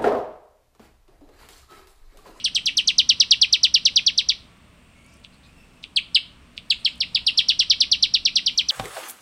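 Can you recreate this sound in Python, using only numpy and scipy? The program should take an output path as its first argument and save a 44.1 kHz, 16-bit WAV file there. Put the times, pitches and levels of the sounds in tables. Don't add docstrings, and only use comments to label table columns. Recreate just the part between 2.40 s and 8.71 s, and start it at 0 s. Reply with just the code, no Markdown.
import sys
import numpy as np
from scipy import signal
from scipy.io import wavfile
from scipy.ndimage import uniform_filter1d

SR = 44100
rng = np.random.default_rng(int(sys.argv[2]) if len(sys.argv) > 2 else 0)


def materialize(psi):
    bounded = np.clip(np.atleast_2d(psi).T, -1, 1)
    quanta = np.round(bounded * 32767).astype(np.int16)
    wavfile.write(sys.argv[1], SR, quanta)


def decibels_to_gain(level_db):
    exponent = np.asarray(level_db, float) / 20
    return 10 ** exponent


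N = 278271


def unit(x):
    return x / np.sqrt(np.mean(x ** 2) + 1e-20)


def add(out, sound, start_s):
    i = round(start_s * SR)
    part = sound[max(-i, 0):len(out) - i]
    out[max(i, 0):max(i, 0) + len(part)] += part


def drift(rate_hz, size):
    knots = rng.standard_normal(int(size / SR * rate_hz) + 3)
    wander = np.interp(np.arange(size) * rate_hz / SR, np.arange(len(knots)), knots)
    return unit(uniform_filter1d(wander, int(SR / rate_hz)))


def resonate(x, hz, width_hz):
    r = np.exp(-np.pi * width_hz / SR)
    return signal.lfilter([(1 - r * r) / 2, 0, (r * r - 1) / 2], [1, -2 * r * np.cos(2 * np.pi * hz / SR), r * r], x)


def band_noise(noise, low_hz, high_hz):
    return signal.sosfilt(signal.butter(2, [low_hz, high_hz], "band", fs=SR, output="sos"), noise)


# pitch_hz, level_db (per Hz)
AIR_COLOUR = [(20, 1.5), (45, -2.5), (260, -6.5), (330, -15), (800, -20), (1050, -16.5), (1800, -22),
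              (2600, -17.5), (4000, -26.5), (6300, -34), (8600, -29.5), (10000, -40), (13000, -44.5),
              (16000, -36)]
# time_s, level_db
AIR_SWELL = [(0.0, -53.5), (0.83, -52), (1.32, -53), (1.53, -52), (2.51, -56), (2.88, -55.5), (4.15, -55),
             (4.69, -52.5), (5.96, -53.5), (6.31, -53)]
# pitch_hz, width_hz, level_db
HUM = [
    (66, 29, -8),
    (112.4, 28, -14.5),
    (171.2, 20.3, -12.5),
    (243, 22, -15),
    (8500, 1300, -20),
]
# pitch_hz, level_db
WHINES = [(598, -76), (666, -75), (700, -81.5), (1141, -76), (1357, -78)]


def air():
    settle = SR // 4
    white = rng.standard_normal((2, N + settle))
    out = 0
    edges = 18 * 2 ** np.arange(0, 10, 1 / 3)
    colour_hz, colour_db = np.transpose(AIR_COLOUR)
    for k, (low, high) in enumerate(zip(edges, edges[1:])):
        db = np.interp(np.log(low * high) / 2, np.log(colour_hz), colour_db)
        band = band_noise(white[k % 2], low, high)
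        flicker_db = 1.0 * drift(4, size=len(band))
        out = out + decibels_to_gain(db + flicker_db) * band
    out = out / np.std(band_noise(out, 60, 1200))
    for hz, width, db in HUM:
        out = out + decibels_to_gain(db) * unit(resonate(resonate(white[1], hz, width), hz, 0.72 * width))
    out = out[settle:] * decibels_to_gain(np.interp(np.arange(N) / SR, *np.transpose(AIR_SWELL)))
    for hz, db in WHINES:
        out = out + decibels_to_gain(db) * unit(resonate(resonate(white[0], hz, 6.9), hz, 6.9))[settle:]
    return out


# start_s, length_s, start_hz, end_hz, level_db
FAR_CALLS = [
    (2.51, .31, 2170, 2520, -65),
    (3.05, .07, 2530, 2510, -63),
    (3.148, .13, 2660, 2720, -63),
    (3.28, .16, 2640, 2560, -70),
    (6.03, .4, 2330, 2760, -59),
]
# multiple, level_db
FAR_OVERTONES = [(2, -12), (3, -14), (4, -22), (5, -21)]
# start_s, level_db, pitch_hz
CHIPS = [
    (2.69, -68, 5360),
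    (2.731, -63, 5500),
    (2.935, -62.5, 4170),
    (3.045, -57.5, 3900),
    (4.33, -58, 7000),
    (4.4, -62, 8500),
    (4.48, -57, 7500),
    (4.3, -68, 10900),
]


def far_birds():
    out = np.zeros(N)
    for s, length, start_hz, end_hz, db in FAR_CALLS:
        u = np.linspace(0, 1, int(length * SR))
        glide_hz = start_hz + (end_hz - start_hz) * u ** 1.8
        phase = 2 * np.pi * np.cumsum(glide_hz * (1 + 0.016 * drift(250, size=len(u)))) / SR
        tone = (.9 + .4 * drift(201, size=len(u))) * np.sin(phase)
        for multiple, over_db in FAR_OVERTONES:
            tone += decibels_to_gain(over_db) * drift(200 * multiple, size=len(u)) * np.sin(multiple * phase)
        swell = np.minimum(np.minimum(u / .25, (1 - u) / .3), 1)
        add(out, decibels_to_gain(db + 6.5) * swell * tone, s)
    t = np.arange(SR // 10) / SR
    for s, db, hz in CHIPS:
        smudge = unit(resonate(resonate(rng.standard_normal(len(t)), hz, hz / 4), hz, hz / 4))
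        add(out, decibels_to_gain(db) * smudge * t / 0.016 * np.exp(1 - t / 0.0165), s - .015)
    return out


# delay_ms, level_db
ECHOES = [(4.8, -28), (6.1, -17.5), (7.9, -20.5), (9.4, -21.5), (13.6, -23.5), (15.4, -25.5), (20, -28)]
# pitch_hz, level_db, t60_s
LEAF_SCATTER = [(1770, -48.5, .4), (2800, -48.5, 0.38), (4400, -51, 0.32), (7000, -47.5, .25),
                (12000, -47.5, 0.28)]


def bushes(x):
    t = np.arange(SR // 2) / SR
    response = np.zeros(len(t))
    for ms, db in ECHOES:
        response[int(ms * SR / 1000)] += decibels_to_gain(db)
    for hz, db, t60 in LEAF_SCATTER:
        band = band_noise(rng.standard_normal(len(t)), hz / 1.27, hz * 1.44)
        decay = decibels_to_gain(db - 60 * t / t60) * (1 + 2.31 * np.exp(-t / 0.02))
        response += band * decay * np.clip(t / .004, 0, 1)
    return signal.fftconvolve(x, response)[:len(x)]


# start_s, peak_db, pitch_hz
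SNAPS = [
    (2.6444, -54, 9060),
    (2.663, -45, 8650),
    (2.7387, -47, 8710),
    (2.7694, -48, 8790),
    (2.801, -54, 8710),
    (2.9427, -54.5, 8500),
    (4.5565, -46, 8830),
    (4.579, -44, 8610),
]


def rustle():
    out = np.zeros(N)
    t = np.arange(300) / SR
    for s, db, hz in SNAPS:
        snap = resonate(resonate(rng.standard_normal(len(t)), hz, 4000), hz, 4000) * np.exp(-t / 0.0019)
        add(out, decibels_to_gain(db - 1.5) * snap / abs(snap).max(), s)
    return out


RASP_SIZE = 530


def tick(peak_db, length_ms, start_hz, end_hz, rasp_db):
    u = np.linspace(0, 1, int(length_ms * SR / 1000))
    phase = 2 * np.pi * np.cumsum(end_hz + (start_hz - end_hz) * np.exp(-u / 0.27)) / SR
    swell = (u / 0.34 * np.exp(1 - u / .32)) ** 2.53 * np.sqrt(1 - u)
    ping = decibels_to_gain(-26.5) * np.sin(2 * np.pi * 8200 * u * length_ms / 1000)
    slide = decibels_to_gain(peak_db) * swell * (np.sin(phase) + ping)
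    rasp = unit(resonate(resonate(rng.standard_normal(RASP_SIZE), 3800, 2500), 3800, 2500))
    return np.r_[decibels_to_gain(rasp_db) * rasp * np.linspace(.2, 1, RASP_SIZE), slide]


# time_ms, level_db
ONSET = [(-2, -44.5), (1.47, -9.5), (2.5, -2.5), (5, -1)]
# time_ms (after 3300 Hz), pitch_hz, level_db
ENDING = [(0.01005, 3300, -2.5), (6.97, 2920, -8), (13.05, 2642, -11.5), (17.5, 2208, -19),
          (21.56, 1714, -36.5)]
# pitch_hz, level_db
OVERTONES = [(5500, -22.5), (7000, -7.5), (8500, 1.5), (10000, -8.5), (12500, -12), (16000, -5)]


def whistle(level_db, start_hz, mid_ms, low_ms, octave_db, low_db, waver, hiss):
    effort = start_hz / 5800
    on = np.array(ONSET)
    end = np.array(ENDING) * [effort ** 1.1, 1, 1]
    ms = on[0, 0] + np.arange(int((low_ms + end[-1, 0] - on[0, 0]) * SR / 1000)) * 1000 / SR
    size = len(ms)

    bends_ms = np.r_[on[0, 0], 0, .22 * mid_ms, .6 * mid_ms, mid_ms, low_ms + end[:, 0]]
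    fall = start_hz - 4200
    pitches = np.r_[1.04 * start_hz, 1.012 * start_hz, start_hz - .12 * fall, start_hz - .62 * fall, 4200, end[:, 1]]
    hz = uniform_filter1d(np.exp(np.interp(ms, bends_ms, np.log(pitches))), size=90, mode="nearest")
    flap = .045 * (1 + .4 * waver[0]) * np.sin(2 * np.pi * 250 * ms / 1000 + 3 * waver[-1])
    slack = np.clip((ms - low_ms - 3) / 11, 0, 1)
    hz = hz * (1 + slack * (.015 * waver[-size:] + flap))

    late = np.clip((ms - low_ms) / 6 + .5, 0, 1)
    level_ms = np.r_[on[:, 0], max(mid_ms, on[-1, 0] + 1), low_ms + end[:, 0]]
    db = np.interp(ms, level_ms, np.r_[on[:, 1], 1.2, end[:, 2]])
    db = uniform_filter1d(db + low_db * late, size=40, mode="nearest")
    db = db + 0.57 * (1 + 3.3 * late) * waver[:size]

    phase = 2 * np.pi * np.cumsum(hz) / SR
    colour = np.transpose(OVERTONES)
    octave_level = octave_db + 3 + np.interp(2 * hz, *colour) + 4.5 * waver[::-1][:size]
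    octave = decibels_to_gain(octave_level) * np.sin(2 * phase)
    twelfth = decibels_to_gain(-28.5 + 27 * (effort - 1.5) + np.interp(3 * hz, *colour)) * np.sin(3 * phase)
    under_phase = 2 * np.pi * np.cumsum(np.maximum(hz - .62 * start_hz, 0)) / SR
    under = decibels_to_gain(-36 + 30 * (effort - 1) - 1.66 * abs(ms - 2.5)) * np.sin(under_phase)
    return decibels_to_gain(level_db + db) * (np.sin(phase) + octave + twelfth + under + decibels_to_gain(-43) * hiss[:size])


# start_s, level_db, pitch_hz (at the start), fall_ms (down to 3300 Hz)
FIRST_RUN = [(-0.066, -15, 6100, 20.4), (0.0411, -15.5, 6140, 18.9), (0.1468, -17, 6380, 17.7),
             (0.2563, -16, 6270, 18.7), (0.3688, -12.5, 6330, 18.5), (0.473, -10, 6530, 18.3),
             (0.5812, -7.5, 6300, 17.2), (0.6898, -6, 6160, 17.1), (0.799, -6.5, 6190, 18.1),
             (0.9074, -6.5, 6120, 18), (1.0135, -7, 6116, 18.7), (1.1253, -7.5, 6180, 18.5),
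             (1.2313, -7.5, 6130, 19.1), (1.3396, -7.5, 6029, 19.4), (1.4515, -7.5, 6230, 17.5),
             (1.5581, -8.5, 6160, 19.3), (1.6631, -8.5, 6140, 19.3), (1.7759, -10.5, 6210, 18),
             (1.8863, -11, 6150, 17.3)]
# start_s, level_db, pitch_hz, fall_ms
SECOND_RUN = [(3.5602, -13.5, 5080, 13.4), (3.7459, -9, 5400, 14), (4.3007, -10, 5340, 12),
              (4.4468, -12, 5640, 14.8), (4.6031, -14.5, 5700, 15.4), (4.7461, -12, 5570, 14.3),
              (4.8646, -11, 5690, 15.9), (4.974, -11, 5830, 18.6), (5.0841, -11, 5950, 17.8),
              (5.1908, -10.5, 6100, 17.5), (5.2977, -9.5, 5920, 19.1), (5.4031, -10, 5980, 18.6),
              (5.5139, -10, 6100, 19), (5.6245, -9, 5990, 16.5), (5.7375, -9.5, 5875, 17.8),
              (5.8504, -10.5, 6020, 17.2), (5.9552, -11.5, 6070, 18), (6.0599, -13.5, 6030, 18),
              (6.175, -12, 6130, 20.3), (6.285, -13.5, 6200, 18.6)]
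# time_s, turn_db (extra toward the bushes), gape_db (beak), twig_ms (detour by the nearest twig)
POSE = [(0, 3, 8.5, 3.5), (.26, 3, 13.5, 1.5), (.42, -1, 8, 2.1), (.7, -1.5, -1.5, 1.8),
        (1.35, -1.5, 1.5, 1.85), (1.68, -0.9, 1, 1.8), (1.9, 1.4, -0.5, .9), (3.56, 1, 15, 1.2),
        (3.76, 1, 7, 0.73), (4.3, 1.3, 4.5, 0.69), (4.6, 3, 3.5, 0.89), (4.9, 3.5, 3.5, 1.08),
        (5.1, 3.5, 1.5, 1.1), (5.3, 3, -2.5, 1.63), (5.7, 1, -6, 1.62), (5.96, 3, -2.5, 1.62),
        (6.08, 4, 0, 2.1), (6.2, -0.8, 3.5, 1.3)]
# start_s, peak_db, length_ms, start_hz, end_hz, rasp_db
TICKS = [
    (2.8468, -27, 4.4, 5950, 2070, -50),
    (3.4391, -19, 4.5, 6040, 1960, -41.5),
    (4.1774, -16.5, 4.1, 6380, 1880, -45),
]


def bird(lead):
    straight, *sent = np.zeros((4, N + lead))
    pose_s, *pose = np.transpose(POSE)
    for k, (s, level_db, start_hz, low_ms) in enumerate(FIRST_RUN + SECOND_RUN):
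        turn_db, gape_db, twig_ms = (np.interp(s, pose_s, c) for c in pose)
        last_step_ms = 7.5 + 0.27 * (low_ms - 18)
        octave_db = -33 + gape_db
        low_db = -0.84 + 0.5 * gape_db + 0.27 * turn_db
        start = s + ONSET[0][0] / 1000 + lead / SR
        white = rng.standard_normal(3000)
        hiss = unit(resonate(white, 8000, 2900) + decibels_to_gain(-21) * np.diff(white, n=2, prepend=[0, 0]))
        waver = drift(260, size=3000)
        sound = whistle(level_db, start_hz, low_ms - last_step_ms, low_ms, octave_db, low_db, waver, hiss)
        shift, spread = rng.standard_normal(2)
        add(straight, sound, start)
        add(straight, decibels_to_gain(-13.5 + 1.8 * turn_db) * sound, start + .001 * twig_ms * (1 + .08 * shift))
        add(straight, decibels_to_gain(-21.5 + 1.5 * spread) * sound, start + .001 * .66)
        add(sent[k % 3], decibels_to_gain(turn_db) * sound, start)
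    for s, *shape in TICKS:
        sound = tick(*shape)
        start = s + (lead - RASP_SIZE) / SR
        add(straight, sound, start)
        add(sent[0], decibels_to_gain(1.0) * sound, start)
    return straight, sent


def scene():
    lead = SR // 10
    straight, sent = bird(lead)
    near = (straight + sum(bushes(x) for x in sent))[lead:]
    return (near + far_birds() + rustle() + air())[None]


def band_limit(x):
    return signal.sosfilt(signal.butter(12, 16980, fs=SR, output="sos"), x)


def record(dry):
    bent = dry + 0.018 * dry ** 2 - 0.036 * dry ** 3
    bent = bent + decibels_to_gain(3) * resonate(bent, 15600, 1000)
    bent = signal.sosfilt(signal.butter(1, 12, "high", fs=SR, output="sos"), bent)
    bent = signal.sosfilt(signal.cheby2(12, 40, 16400, fs=SR, output="sos"), bent)
    return band_limit(bent)


dry = scene()
out = record(dry)
materialize(out)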